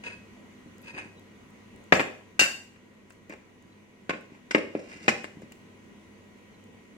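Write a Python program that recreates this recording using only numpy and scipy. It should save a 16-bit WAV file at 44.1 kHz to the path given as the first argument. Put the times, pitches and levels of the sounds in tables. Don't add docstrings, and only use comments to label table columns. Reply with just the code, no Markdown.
import sys
import numpy as np
from scipy import signal
from scipy.fft import rfft, irfft
from scipy.io import wavfile
from scipy.ndimage import uniform_filter1d

SR = 44100
rng = np.random.default_rng(int(sys.argv[2]) if len(sys.argv) > 2 else 0)


def file_out(sig):
    cols = np.atleast_2d(sig).T
    lim = np.clip(cols, -1, 1)
    pcm = np.round(lim * 32767).astype(np.int16)
    wavfile.write(sys.argv[1], SR, pcm)


N = 307363

# frequency_hz, level_db
AIR_SPECTRUM = [(18, -39), (30, -28), (45, -14), (70, -15.5), (93, -7), (145, -10.5), (210, 0), (355, -10),
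                (384, -6), (760, -17), (1810, -21), (1960, -14.5), (5310, -33.5), (6050, -30),
                (13700, -43.5), (16000, -46.5)]
AIR_DB = -54.5
# frequency_hz, correlation
LIKENESS = [(60, 0.97), (180, 0.85), (550, 0.34), (1650, -0.07), (4970, 0.01), (15000, 0.01)]
# frequency_hz, level_db
MOTOR_TONES = [(204.6, -61.5), (247.6, -64.5), (328.4, -67.5), (393.0, -71), (452.2, -71.5), (538.3, -78),
               (979.8, -71), (1028, -76.5), (1077, -78), (1529, -82), (1911, -69.5), (2202, -77),
               (2885, -77), (5970, -83.5), (6164, -84), (6950, -84)]
# frequency_hz, level_db
LOW_HUM = [(98, -65), (100, -73)]
MOTOR_GAIN_DB, MOTOR_WAVER_DB = 2.5, 0.92
# time_s, gain_db
BACKGROUND_DRIFT = [(0, 2), (1.2, 0.5), (1.8, 1.5), (2.801, -2.5), (3.9, -2.5), (5.6, 0.5), (6.97, -0.5)]

# start_s, length_s, first_hz, last_hz, level_db
BIRD_WHISTLES = [(1.14, .07, 3960, 3850, -61.5), (3.69, 0.11, 4060, 3900, -62.5),
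                 (6.518, 0.048, 4400, 3860, -62), (6.605, .04, 4400, 4230, -67)]
# start_s, level_db, centre_hz
GRIT_TICKS = [(0.7826, -44.5, 7300), (0.818, -44, 11400), (0.826, -48, 11300), (0.8476, -47, 7270),
              (1.196, -48.5, 7120), (1.505, -54, 8340), (1.762, -48, 8400), (1.841, -48, 7100),
              (3.1006, -50, 8990), (3.105, -46, 8060), (3.1228, -47, 6760), (3.1307, -52, 6900),
              (3.2962, -43, 7000), (3.338, -47, 7060), (3.6252, -50.5, 6950), (4.2114, -50, 8400),
              (5.238, -42, 7460), (5.4188, -46, 7240), (5.5216, -38, 7340), (6.6402, -48, 7100)]
TICK_SPREAD_DB = 5

# frequency_hz, width_hz, level_db
TABLE_MODES = [(120.6, 21, -11.5), (192, 40, -12.5), (237.1, 32.3, 3.5), (313.7, 55, 8), (388.2, 77, 7),
               (461, 145, 4), (527, 160, 1), (668, 55, -14)]
TABLE_WIDTH = 0.3
# frequency_hz, width_hz, level_db
KNOCK_MODES = [(791, 320, 6), (1065, 68, 3.5), (1298, 370, 4.5), (1776, 390, 6), (2070, 430, 6.5),
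               (2310, 62, 2), (2376, 150, 0), (2470, 41, -7), (3260, 750, -30)]
# frequency_hz, width_hz, level_db
PLATE_MODES = [(1610, 34, -6), (2010, 74, -12), (2240, 16, -15), (2760, 45, 0), (3700, 38, -14),
               (4230, 57, -15), (4750, 30, -9), (5310, 26, -18), (5920, 35, -10), (6510, 15, -26),
               (6820, 21, -16), (7180, 63, -9), (7730, 15, -27), (7960, 51, -20), (8290, 18, -26),
               (8540, 130, -18), (9020, 32, -20), (9550, 32, -36), (10000, 79, -31), (10500, 60, -33),
               (11100, 65, -30), (11300, 15, -41), (11600, 41, -22), (12800, 24, -46), (13300, 110, -29),
               (13700, 25, -43), (13900, 32, -33), (14300, 23, -37), (14600, 66, -33), (15100, 100, -34)]
# frequency_hz, width_hz, level_db
DISH_MODES = [(517, 80, -10), (942, 61, -11), (1500, 32, -13), (1640, 34, -7), (1850, 37, -8),
              (2120, 30, -9), (2270, 36, -13), (2530, 47, 0), (2930, 41, -12), (3270, 48, -24),
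              (3780, 47, -16), (4260, 41, -23), (4790, 88, -16), (5450, 30, -28), (5920, 43, -19),
              (6790, 44, -25), (7320, 99, -28), (8550, 38, -20), (10100, 48, -37), (10500, 110, -37),
              (11100, 100, -40), (11700, 40, -35)]
# frequency_hz, width_hz, level_db
BOWL_MODES = [(2060, 26, 0), (2610, 52, -3), (2870, 29, -4), (3770, 34, -13), (4180, 45, -16),
              (4760, 130, -14), (5310, 97, -16), (5940, 53, -13), (7200, 79, -11), (8050, 200, -24),
              (8570, 42, -16), (9050, 34, -28), (10100, 50, -31), (10600, 27, -30), (11700, 34, -29),
              (13400, 30, -32)]
# frequency_hz, level_db
DENSE_MODES = [(800, -42), (1500, -4), (2800, 1.5), (3400, -15), (5000, -12), (7500, -14.5), (9200, -23),
               (12000, -38), (16000, -45.5)]

# height_s, swell_s, fade_s, glass (name),
# table_rub_db, foot_ring_rub_db, glass_rub_db
GLASS_SLIDES = [(0.036, 0.0029, 0.047, "dish", -61, -50.5, -33),
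                (0.072, .025, 0.02, "dish", -69, -49, -32.5),
                (0.105, 0.033, 0.054, "dish", -55, -52, -42.5),
                (0.893, 0.064, 0.029, "dish", -75, -65, -40.5),
                (0.979, 0.045, 0.063, "dish", -46, -37.5, -39),
                (3.297, 0.0043, 0.029, "bowl", -43, -42, -50.5),
                (3.325, .03, 0.017, "bowl", -42.5, -43.5, -54),
                (4.35, 0.058, 0.047, "bowl", -59, -54.5, -64), (4.8, .1, 0.12, "bowl", -71, -54, -54),
                (4.925, 0.086, 0.17, "bowl", -54.5, -50.5, -51),
                (5.05, 0.065, 0.08, "bowl", -48.5, -54, -47)]
EDGE_DB = -15.5
SLIPS_PER_S, UNEVEN_DB = 1200, 2.5

# start_s, knock_db, table_thud_db,
# lowest_thud_hz, glass (name), ring_db, chatter_s
GLASS_BLOWS = [(1.9228, -1, -2, 90, "plate", -23, 0.0048), (1.9342, -16, -8, 90, "plate", -19.5, 0.041),
               (1.995, -12.5, -16, 90, "plate", -31, .015),
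               (2.0028, -20.5, -13.5, 90, "plate", -26.5, 0.0096),
               (2.393, -12, -20.5, 90, "plate", -4, 0.034), (2.4138, -17, -16, 89.5, "plate", -22, 0.052),
               (2.7592, -50, -56, 197, "plate", -68, .006), (3.1045, -47, -58, 200, "plate", -50.5, .006),
               (3.3358, -41, -35.5, 202, "bowl", -62, .005), (4.094, -18, -15, 129, "bowl", -30.5, 0.0078),
               (4.1053, -21, -20.5, 130, "bowl", -52, 0.0074), (4.134, -30, -23.5, 130, "bowl", -57, 0.022),
               (4.1607, -45, -37, 130, "bowl", -54, 0.016),
               (4.5087, -22.5, -26, 198, "bowl", -26.5, 0.0063), (4.5476, -8, -1, 250, "bowl", -26.5, 0.01),
               (4.58, -33, -15.5, 239, "bowl", -37, 0.0068),
               (4.7508, -33.5, -10.5, 222, "bowl", -54, 0.012), (4.9165, -39, -52, 200, "bowl", -64, .005),
               (5.0805, -6.5, -7.5, 127, "plate", -21, .006),
               (5.089, -17.5, -13, 130, "bowl", -19.5, 0.014),
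               (5.2422, -29.5, -27, 200, "bowl", -35.5, 0.0041),
               (5.4201, -49, -31.5, 150, "bowl", -52, .009),
               (5.5193, -45.5, -44, 205, "plate", -46.5, 0.0048)]
FREE_RING_S = {"plate": 0.02, "bowl": 0.032}
PLACE_DB = {"plate": 2.5, "bowl": -0.5}
REBOUNDS_PER_S, CHATTER_DB = 1500, 5
CRACK_DB = -1
# frequency_hz, level_db
CRACK_SPECTRUM = [(410, -36.5), (700, 5), (1400, 7.5), (2460, 8), (4920, -12.5), (6950, -23), (7510, -27),
                  (11500, -58), (15000, -70)]
# start_s, peak_db
SOFT_BUMPS = [(0.658, -35), (0.846, -44), (0.942, -34), (0.974, -38), (1.055, -36), (4.318, -36),
              (4.955, -37), (5.01, -40.5), (5.042, -40), (5.368, -32), (5.43, -34)]
SOFT_CONTACT_S = 0.0034

# frequency_hz, t60_s
ROOM_DECAY = [(100, 0.25), (400, 0.48), (1500, 0.42), (4000, 0.44), (12000, 0.48)]
ROOM_DB = -10
EDGE_HZ = 16100


def amp(db):
    return 10 ** (np.asarray(db) / 20)


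def evened(x):
    return x / np.sqrt(np.mean(x ** 2) + 1e-20)


def read(points, hz):
    f, value = np.transpose(points)
    return np.interp(np.log(hz + 1), np.log(f + 1), value)


def add(mix, s, sound):
    part = mix[:, round(s * SR):][:, :sound.shape[1]]
    part += sound[:, :part.shape[1]]


def sides(pan_db):
    return amp(np.array([[.5], [-.5]]) * pan_db)


def highpass(order, hz, x):
    return signal.sosfilt(signal.butter(order, hz, "high", fs=SR, output="sos"), x)


def apart(hz):
    half = np.arccos(np.clip(read(LIKENESS, hz), 0, 1)) / 2
    return np.array([half, -half]) * rng.choice([-1, 1], np.shape(hz))


def correlated(first, second, hz):
    same = np.clip(read(LIKENESS, hz), -1, 1)
    same = same.reshape((-1,) + (1,) * (first.ndim - 1))
    return np.array([first, same * first + np.sqrt(1 - same ** 2) * second])


def air():
    frames, hz = N // 256 + 5, np.fft.rfftfreq(1024, 1 / SR)
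    a, b, c, d, patches = rng.standard_normal((frames, 513, 5)).T
    patches = uniform_filter1d(patches, 10, 0)
    patches = evened(uniform_filter1d(patches, 14, 1))
    spectra = correlated(a + 1j * b, c + 1j * d, hz)
    spectra *= amp(read(AIR_SPECTRUM, hz)[:, None] + 1.1 * patches)
    noise = signal.istft(spectra, nperseg=1024, noverlap=768)[1][:, :N]
    return amp(AIR_DB) * evened(noise)


def fridge():
    hz, db = np.transpose(MOTOR_TONES + LOW_HUM)[:, :, None]
    t = np.arange(N) / SR
    waver = evened(uniform_filter1d(rng.standard_normal((N // 512 + 1, len(hz))), 8, 0)).T
    waver_s = np.arange(waver.shape[1]) * 512 / SR
    waver = np.array([np.interp(t, waver_s, line) for line in waver])
    level = amp(db + MOTOR_GAIN_DB + MOTOR_WAVER_DB * waver)
    start = 2 * np.pi * rng.random(hz.shape)
    return np.array([(level * np.sin(2 * np.pi * hz * t + start + lead)).sum(0) for lead in apart(hz)])


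def bird():
    out = np.zeros((2, N))
    for s, length_s, first_hz, last_hz, db in BIRD_WHISTLES:
        hz = np.linspace(first_hz, last_hz, round(length_s * SR))
        broken = np.clip(evened(uniform_filter1d(rng.standard_normal(len(hz)), 500)), 0, 2)
        tone = np.sin(2 * np.pi * np.cumsum(hz) / SR + apart(hz[:1]))
        add(out, s, tone * broken * amp(db) * np.hanning(len(hz)))
    return out


def ticks():
    out, t = np.zeros((2, N)), np.arange(256) / SR
    envelope = np.exp(-t / 0.00038) * np.minimum(t / 0.00008, 1)
    for s, db, hz in GRIT_TICKS:
        snap = np.sin(2 * np.pi * hz * t) + .5 * np.diff(rng.standard_normal((2, 257)))
        place = sides(TICK_SPREAD_DB * rng.standard_normal())
        add(out, s, amp(db) * snap * envelope * place)
    return out


def body(modes, narrowest, widest, rise_s, dense_db=-99, dense_s=.01):
    hz, width, db = np.transpose(modes)[:, :, None]
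    t, width = np.arange(SR // 4) / SR, np.clip(width, narrowest, widest)
    fade = amp(db) * width * np.exp(-np.pi * width * t)
    ring = np.array([(fade * np.sin(2 * np.pi * hz * t + lead)).sum(0) for lead in apart(hz)])
    haze_spectrum = amp(read(DENSE_MODES, np.fft.rfftfreq(len(t), 1 / SR)))
    haze = irfft(rfft(rng.standard_normal(ring.shape)) * haze_spectrum, len(t))
    ring = ring / abs(ring).max() + amp(dense_db) * evened(haze) * np.exp(-t / dense_s)
    ring *= 1 - np.exp(-(t / rise_s) ** 2)
    return ring / abs(ring).max()


def slides(table, knock, glasses):
    out = np.zeros((2, N))
    for s, swell_s, fade_s, name, *rub_db in GLASS_SLIDES:
        t = np.arange(-swell_s, 2 * fade_s, 1 / SR)
        stroke = amp(EDGE_DB * np.maximum(-t / swell_s, t / fade_s))
        for db, thing in zip(rub_db, (table, knock, glasses[name])):
            slips = rng.standard_normal(len(t)) * (rng.random(len(t)) < SLIPS_PER_S / SR)
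            strength = amp(UNEVEN_DB * rng.exponential(1, len(t)).clip(0, 4))
            drive = (stroke * evened(slips * strength))[None]
            rub = signal.fftconvolve(drive, thing / np.linalg.norm(thing[0]), axes=1)
            add(out, s - swell_s, amp(db) * rub)
    return out


def crack(rise_s, fade_s):
    t, hz = np.arange(2048) / SR, np.fft.rfftfreq(2048, 1 / SR)
    noise = irfft(rfft(rng.standard_normal((2, 2048))) * amp(read(CRACK_SPECTRUM, hz)))
    burst = evened(noise) * np.exp(-t / fade_s) * (1 - np.exp(-(t / rise_s) ** 2)) / 2
    return highpass(3, 500, burst)


def chatter(chatter_s):
    t = np.arange(SR // 4) / SR
    rebounds = rng.choice([-1., 1.], len(t)) * (rng.random(len(t)) < REBOUNDS_PER_S / SR)
    rebounds *= np.exp(-t / max(chatter_s, .001))
    return amp(CHATTER_DB) * rebounds / (np.linalg.norm(rebounds) + 1e-9) + (t == 0)


def bumps(table):
    out = np.zeros((2, N))
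    soft = signal.fftconvolve(table, np.hanning(round(SOFT_CONTACT_S * SR))[None], axes=1)
    for s, db in SOFT_BUMPS:
        add(out, s, amp(db) * soft / abs(soft).max())
    return out


def blows(table, knock, glasses):
    out, t = np.zeros((2, N)), np.arange(SR // 4) / SR
    for s, knock_db, table_db, low_hz, name, ring_db, chatter_s in GLASS_BLOWS:
        glass = amp(ring_db) * glasses[name] * np.exp(-t / FREE_RING_S[name])
        struck = glass + amp(knock_db) * knock
        clatter = signal.fftconvolve(struck, chatter(chatter_s)[None], axes=1)
        add(out, s, clatter * sides(PLACE_DB[name]))
        add(out, s, amp(table_db) * highpass(2, low_hz, table))
        add(out, s, amp(knock_db + CRACK_DB) * crack(0.00033, 0.0061))
    return out


def room(x):
    size = SR * 2 // 3
    a, b = rfft(rng.standard_normal((2, size)))
    echoes = irfft(correlated(a, b, np.fft.rfftfreq(size, 1 / SR)), size)
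    hz, t, spectra = signal.stft(echoes, SR, nperseg=256)
    decay = amp(-60 * t / read(ROOM_DECAY, hz)[:, None])
    tail = signal.istft(spectra * decay, SR, nperseg=256)[1]
    tail *= np.clip(np.arange(tail.shape[1]) / SR / 0.016 - .5, 0, 1)
    source = x.mean(0)[None] * np.sqrt(2)
    return signal.fftconvolve(source, tail / np.linalg.norm(tail[0]), axes=1)[:, :N]


def scene():
    table, knock = body(TABLE_MODES, 15, 200, 0.0018), body(KNOCK_MODES, 27, 600, 0.00066)
    table = table.mean(0) + TABLE_WIDTH * (table - table.mean(0))
    knock = highpass(2, 600, knock)
    glasses = {
        "plate": body(PLATE_MODES, 23, 90, 0.0012, dense_db=-15.5, dense_s=0.014),
        "dish": body(DISH_MODES, 25, 150, 0.00024, dense_db=-16.0, dense_s=0.006),
        "bowl": body(BOWL_MODES, 50, 200, .0003, dense_db=-5, dense_s=.01)}
    drift = amp(np.interp(np.arange(N) / SR, *np.transpose(BACKGROUND_DRIFT)))
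    background = (air() + fridge()) * drift
    near = ticks() + slides(table, knock, glasses) + bumps(table) + blows(table, knock, glasses)
    near = highpass(3, 70, near)
    return background + bird() + near + amp(ROOM_DB) * room(near)


def record(dry):
    squeezed = .95 * np.tanh(dry / .95)
    lowpass = signal.firwin(401, EDGE_HZ, window=("kaiser", 9), fs=SR)
    return signal.oaconvolve(squeezed, lowpass[None], "same")


dry = scene()
out = record(dry)
file_out(out)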